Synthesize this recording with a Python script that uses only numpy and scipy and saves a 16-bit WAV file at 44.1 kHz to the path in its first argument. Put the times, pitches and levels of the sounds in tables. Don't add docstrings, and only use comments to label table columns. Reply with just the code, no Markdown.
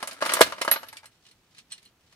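import sys
import numpy as np
from scipy import signal
from scipy.fft import rfft, irfft, next_fast_len
from scipy.io import wavfile
from scipy.ndimage import uniform_filter1d

SR = 44100
rng = np.random.default_rng(int(sys.argv[2]) if len(sys.argv) > 2 else 0)


def write(x):
    x = np.atleast_2d(x).T
    wavfile.write(sys.argv[1], SR, np.round(np.clip(x, -1, 1) * 32767).astype(np.int16))


N = 94815
TIME_S = np.arange(N) / SR
CUTOFF_HZ, SLIP_SPREAD_DB = 15900, 5.5

# f/Hz, level/dB, t60/s
HANDLE_MODES = [(2910, -11, .1), (3130, -13, .09), (3270, -11, .08), (3945, -10, .05), (4197, 0, .08),
                (4340, -11, .07), (5670, -15, .08), (5890, -15, .08), (8010, -5, .03), (8112, -1, .095),
                (9119, -15, .05)]
# t/s, level/dB
SLIDE_ENVELOPE = [(1.101, -70.5), (1.23, -73.5), (1.249, -57.5), (1.301, -70), (1.34, -78), (1.53, -74),
                  (1.597, -55.5), (1.63, -83), (1.692, -74.5), (1.719, -46.5), (1.8, -78.5), (1.86, -65.5),
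                  (1.91, -83), (2.08, -75), (2.14, -68.5)]


def from_db(db):
    return 10 ** (np.asarray(db) / 20)


def at_hz(points, hz):
    table_hz, values = np.transpose(points)
    return np.interp(np.log(np.maximum(hz, 1)), np.log(table_hz), values)


def rfft_hz(size):
    return np.arange(size // 2 + 1) * SR / size


def filtered(x, gain):
    size = next_fast_len(N + SR // 4)
    return irfft(rfft(x, size) * gain(rfft_hz(size)), size)[..., :N]


def stereo_pair(mid, side, hz):
    # f/Hz, correlation
    likeness = [(600, .95), (1200, .8), (3000, .1), (12000, .17)]
    correlation = at_hz(likeness, hz)
    mid = mid * np.sqrt((1 + correlation) / 2)
    side = side * np.sqrt((1 - correlation) / 2)
    return np.array([mid + side, mid - side])


def room_air(rms_db=-66.5):
    # f/Hz, relative density/dB
    density = [(25, -18.5), (48, -6), (110, -0.5), (170, -3.5), (260, -6.5), (600, -12.5), (1230, -14),
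               (2840, -17), (4250, -21), (6400, -22), (9000, -26.5), (15500, -27)]
    hz = rfft_hz(N)
    white = stereo_pair(*rfft(rng.standard_normal((2, N))), hz)
    noise = irfft(white * from_db(at_hz(density, hz)), N)
    return from_db(rms_db) * noise / noise.std()


def garage_reverb(x, t60_s=0.45, build_s=0.012, level_db=-21.5):
    # f/Hz, level/dB
    colour = [(170, 12.5), (500, -6.5), (1200, 0.5), (3000, -0.5), (7000, -5.5), (14000, -8)]
    envelope = from_db(-60 * TIME_S / t60_s) * (1 - np.exp(-TIME_S / build_s))
    tail = rng.standard_normal((2, N)) * envelope
    tail /= np.sqrt(np.sum(tail ** 2) / 2)
    tail = filtered(tail, lambda hz: from_db(level_db + at_hz(colour, hz)))
    return signal.fftconvolve(x, tail, axes=1)[:, :N]


def drawer_direction(hz, left_lead_s=0.00016, lead_top_hz=1450):
    # f/Hz, left minus right/dB
    balance = [(200, 2.5), (700, -0.5), (1300, 1.5), (2400, 0), (5500, -1.5), (7200, 1), (9300, -12),
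               (11500, -6), (13000, -0.5)]
    split = np.array([[0.5], [-0.5]])
    phase_rad = 2 * np.pi * np.minimum(hz, lead_top_hz) * left_lead_s
    return from_db(split * at_hz(balance, hz)) * np.exp(1j * split * phase_rad)


def struck(hits, modes, spread_db=1.5):
    hit_s, hit_db, *tilt = np.transpose(hits)
    starts = (hit_s * SR).astype(int)
    octaves = np.log2(np.array(modes)[:, 0])
    scatter_db = spread_db * rng.standard_normal((len(hit_s), len(modes)))
    out = 0
    for k, (hz, mode_db, t60_s) in enumerate(modes):
        tilt_db = sum(tilt) * (octaves[k] - octaves.mean())
        force = np.bincount(starts, from_db(hit_db + mode_db + tilt_db + scatter_db[:, k]), N)[:N]
        radius, step_rad = from_db(-60 / (t60_s * SR)), 2 * np.pi * hz / SR
        poles = [1, -2 * radius * np.cos(step_rad), radius ** 2]
        out += (-1) ** k * signal.lfilter([0, np.sin(step_rad)], poles, force + 1e-18)
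    return out


def pile_modes(count=700, rise_s=0.00024, crack_s=0.003, crack_db=-10):
    # f/Hz, t60/s
    decay_times = [(400, 0.053), (1500, 0.075), (4000, 0.1), (11000, 0.079)]
    t = TIME_S[:SR // 7]
    hz = np.linspace(100, CUTOFF_HZ, count) + rng.uniform(-10, 10, count)
    t60_s = at_hz(decay_times, hz) * np.exp(0.12 * rng.standard_normal(count))
    attack = (1 + from_db(crack_db) * np.exp(-t / crack_s)) * (1 - np.exp(-t / rise_s))
    decay = from_db(-60 * np.outer(1 / t60_s, t))
    rings = np.cos(2 * np.pi * np.outer(hz, t)) * decay * attack
    return hz, rings.astype(np.float32)


def pile_colour_db(hz, body_db, treble_db):
    # f/Hz, level/dB
    spectrum = [(120, -11.5), (250, 3), (380, -2), (560, 3), (800, -0.5), (1200, 6), (2000, 0.5),
                (3200, -5), (5000, -4), (7000, -3.5), (10000, 0), (12500, -7.5), (15500, -16)]
    shelves = [(1000, body_db), (2200, 0), (4500, 0), (9000, treble_db)]
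    return at_hz(spectrum, hz) + at_hz(shelves, hz)


def contact(hz, rings, colour_db, cluster_spread_db=2.2):
    clusters = uniform_filter1d(rng.standard_normal(len(hz)), size=7)
    favour = from_db(cluster_spread_db * clusters / clusters.std())
    favour /= np.sqrt(np.mean(favour ** 2))
    drive = stereo_pair(*rng.standard_normal((2, len(hz))), hz) * favour * from_db(colour_db)
    return drive.astype(np.float32) @ rings


def scrape(hz, rings, envelope, colour_db, points, slips_per_s=350):
    level = from_db(np.interp(TIME_S, *np.transpose(envelope), left=-np.inf, right=-np.inf))
    out = 0
    for _ in range(points):
        slipping = rng.random(N) < slips_per_s / points / SR
        strength = from_db(SLIP_SPREAD_DB * rng.standard_normal(N).clip(-2, 2))
        force = slipping * strength * rng.choice([-1, 1], N) * level
        out += signal.fftconvolve([force], contact(hz, rings, colour_db), axes=1)[:, :N]
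    return out


def handle_slide(hz, rings, level_db=-26):
    # f/Hz, level/dB
    colour = [(400, -18.5), (1000, -3.5), (3000, 2.5), (4500, 5), (7000, -2.5), (10000, -9.5),
              (15000, -41.5)]
    return scrape(hz, rings, SLIDE_ENVELOPE, level_db + at_hz(colour, hz), points=4)


def head_chatter(count=300, re_slide_db=-16, tilt_db_per_oct=-13):
    hit_s = rng.uniform(SLIDE_ENVELOPE[0][0], SLIDE_ENVELOPE[-1][0], count)
    hit_db = np.interp(hit_s, *np.transpose(SLIDE_ENVELOPE)) + re_slide_db
    hit_db += SLIP_SPREAD_DB * rng.standard_normal(count).clip(-2, 2)
    return struck(np.column_stack([hit_s, hit_db, np.full(count, tilt_db_per_oct)]), HANDLE_MODES)


def handle_ticks():
    # t/s, level/dB, tilt/dB per octave
    hits = [(.613, -34, -10.5), (1.0565, -48, -1), (1.2856, -59, -4.5), (1.312, -58, -4),
            (1.581, -49.5, -4), (1.7195, -33.5, 5.5), (1.7235, -44.5, 5), (1.748, -61, -9),
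            (1.779, -54, -6), (1.858, -53, -12), (2.129, -70, -8)]
    return struck(hits, HANDLE_MODES)


def pile_shift(hz, rings, level_db=-23):
    # t/s, level/dB
    envelope = [(0, -47.5), (.05, -53), (0.131, -44.5), (0.156, -58.5), (0.192, -53), (0.213, -33.5),
                (.3, -36), (.4, -41), (.52, -44.5), (.56, -57), (.64, -49.5), (.77, -45), (0.821, -56.5),
                (.98, -59), (1.101, -74)]
    colour_db = level_db + pile_colour_db(hz, body_db=0.5, treble_db=-14)
    return scrape(hz, rings, envelope, colour_db, points=8)


def rocking_bar():
    # f/Hz, level/dB, t60/s
    modes = [(883, 2, .083), (1260, -10, .09), (1563, -7.5, .11), (1666, -10, .2), (2050, -12, .25)]
    # t/s, level/dB
    hits = [(.0275, -36), (.4145, -29), (.7135, -34.5), (.765, -43), (.831, -43), (.929, -45.5),
            (1.032, -52)]
    return struck(hits, modes)


def socket_pings():
    # f/Hz, level/dB, t60/s
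    small_modes = [(9855, -9, .055), (11400, -6, .03), (11505, -32, .33), (11548, 1, .058),
                   (11640, -17, .1), (11740, -21, .22), (12800, -17, .025)]
    large_modes = [(3500, -11, .06), (6056, -15, .07), (8050, -1, .05), (10790, -1, .035), (12300, -26, .3),
                   (13170, -25, .25), (13215, -26, .2), (14100, -25, .13), (15230, -27, .24)]
    # t/s, level/dB
    small_hits = [(.7133, -9.5), (.7255, -16), (.8855, -39.5)]
    large_hits = [(.3365, -15), (.344, -32.5), (.4145, -21)]
    return struck(small_hits, small_modes) + struck(large_hits, large_modes)


def case_thumps():
    # f/Hz, level/dB, t60/s
    modes = [(75, -16, .08), (185, -18, .035), (355, -4, .02), (498, -5.5, .04), (665, -10.5, .04),
             (925, -7.5, .042), (1200, -13, .05)]
    # t/s, level/dB
    hits = [(.261, -31), (.3365, -25), (.393, -31), (.409, 0), (.613, -29)]
    return struck(hits, modes)


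def pile_knocks(hz, rings, pile_db=-19, floor_db=-11, heavy_db=-13, bass_db_per_db=0.6):
    # t/s, level/dB, relative body/dB, relative treble/dB
    knocks = [(0.0271, -31, 5.5, -7.5), (0.0735, -31.5, -7, -3), (0.086, -47, 8, -16),
              (0.111, -35.5, -29, -13), (0.13, -45.5, -16, -0.5), (0.223, -24, 4, -16.5),
              (0.251, -29, -2, -10), (0.261, -27.5, 2, -7), (0.293, -23.5, -13.5, -17.5),
              (0.297, -27.5, -1, -20), (0.32, -27.5, 4, -11), (0.3363, -21.5, -2.5, -2),
              (0.37, -29, 9, -15), (0.392, -40.5, 18, 3), (0.408, -21.5, 14, 3), (0.414, -7.5, -8.5, -10.5),
              (0.522, -32.5, 6, -16), (0.582, -40, 5, -21), (0.614, -31, 10, -4), (0.616, -21.5, -28, -14),
              (0.648, -37, 11, 0.5), (0.678, -24.5, 7.5, -15), (0.7143, -20, -4, -9.5),
              (0.736, -27, -3.5, -15), (0.76, -27.5, 0.5, -34), (0.831, -40.5, 7, -14),
              (0.8861, -38.5, -23, -23), (0.928, -42.5, -10, -7), (0.969, -35.5, -33, -12),
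              (1.031, -54, -0.5, -15.5), (1.042, -52, 2, -11), (1.0569, -49, -14, -3),
              (1.312, -54.5, -31, -10), (1.548, -52.5, -22, -18.5), (1.582, -47.5, -34, -10),
              (1.72, -47, -16.5, -2.5), (1.779, -49, -28, -16), (1.828, -54, -28, -11),
              (1.852, -58.5, -25, -0.5), (2.126, -52.5, -9.5, -18)]
    # f/Hz, level/dB, t60/s
    floor_modes = [(556.1, 1, .085), (645, 1.5, .08), (927, 0, .082), (1080, -4, .08), (1205, 1, .09),
                   (1390, -8.5, .09), (1640, -4.5, 0.096), (2053, -3, .09), (2195, -4, .06),
                   (2880, -7.5, .1), (3030, -6.5, .1)]
    pile, floor_hits = np.zeros((2, N + SR)), []
    for hit_s, hit_db, body_db, treble_db in knocks:
        bass_db = at_hz([(300, bass_db_per_db * (hit_db - heavy_db)), (650, 0)], hz)
        colour_db = pile_db + hit_db + bass_db + pile_colour_db(hz, body_db, treble_db)
        start = int(hit_s * SR)
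        pile[:, start:start + rings.shape[1]] += contact(hz, rings, colour_db)
        floor_hits.append((hit_s, floor_db + hit_db + body_db))
    return pile[:, :N] + struck(floor_hits, floor_modes)


def scene():
    hz, rings = pile_modes()
    steel = pile_knocks(hz, rings) + case_thumps()
    steel += handle_ticks() + socket_pings() + rocking_bar() + head_chatter()
    steel += pile_shift(hz, rings) + handle_slide(hz, rings)
    steel = signal.sosfilt(signal.butter(2, 190, "high", fs=SR, output="sos"), steel)
    return filtered(steel + garage_reverb(steel), drawer_direction) + room_air()


def record(dry):
    lowpass = signal.cheby2(12, 50, CUTOFF_HZ + 600, fs=SR, output="sos")
    return signal.sosfiltfilt(lowpass, np.clip(dry, -1, 1))


dry = scene()
out = record(dry)
write(out)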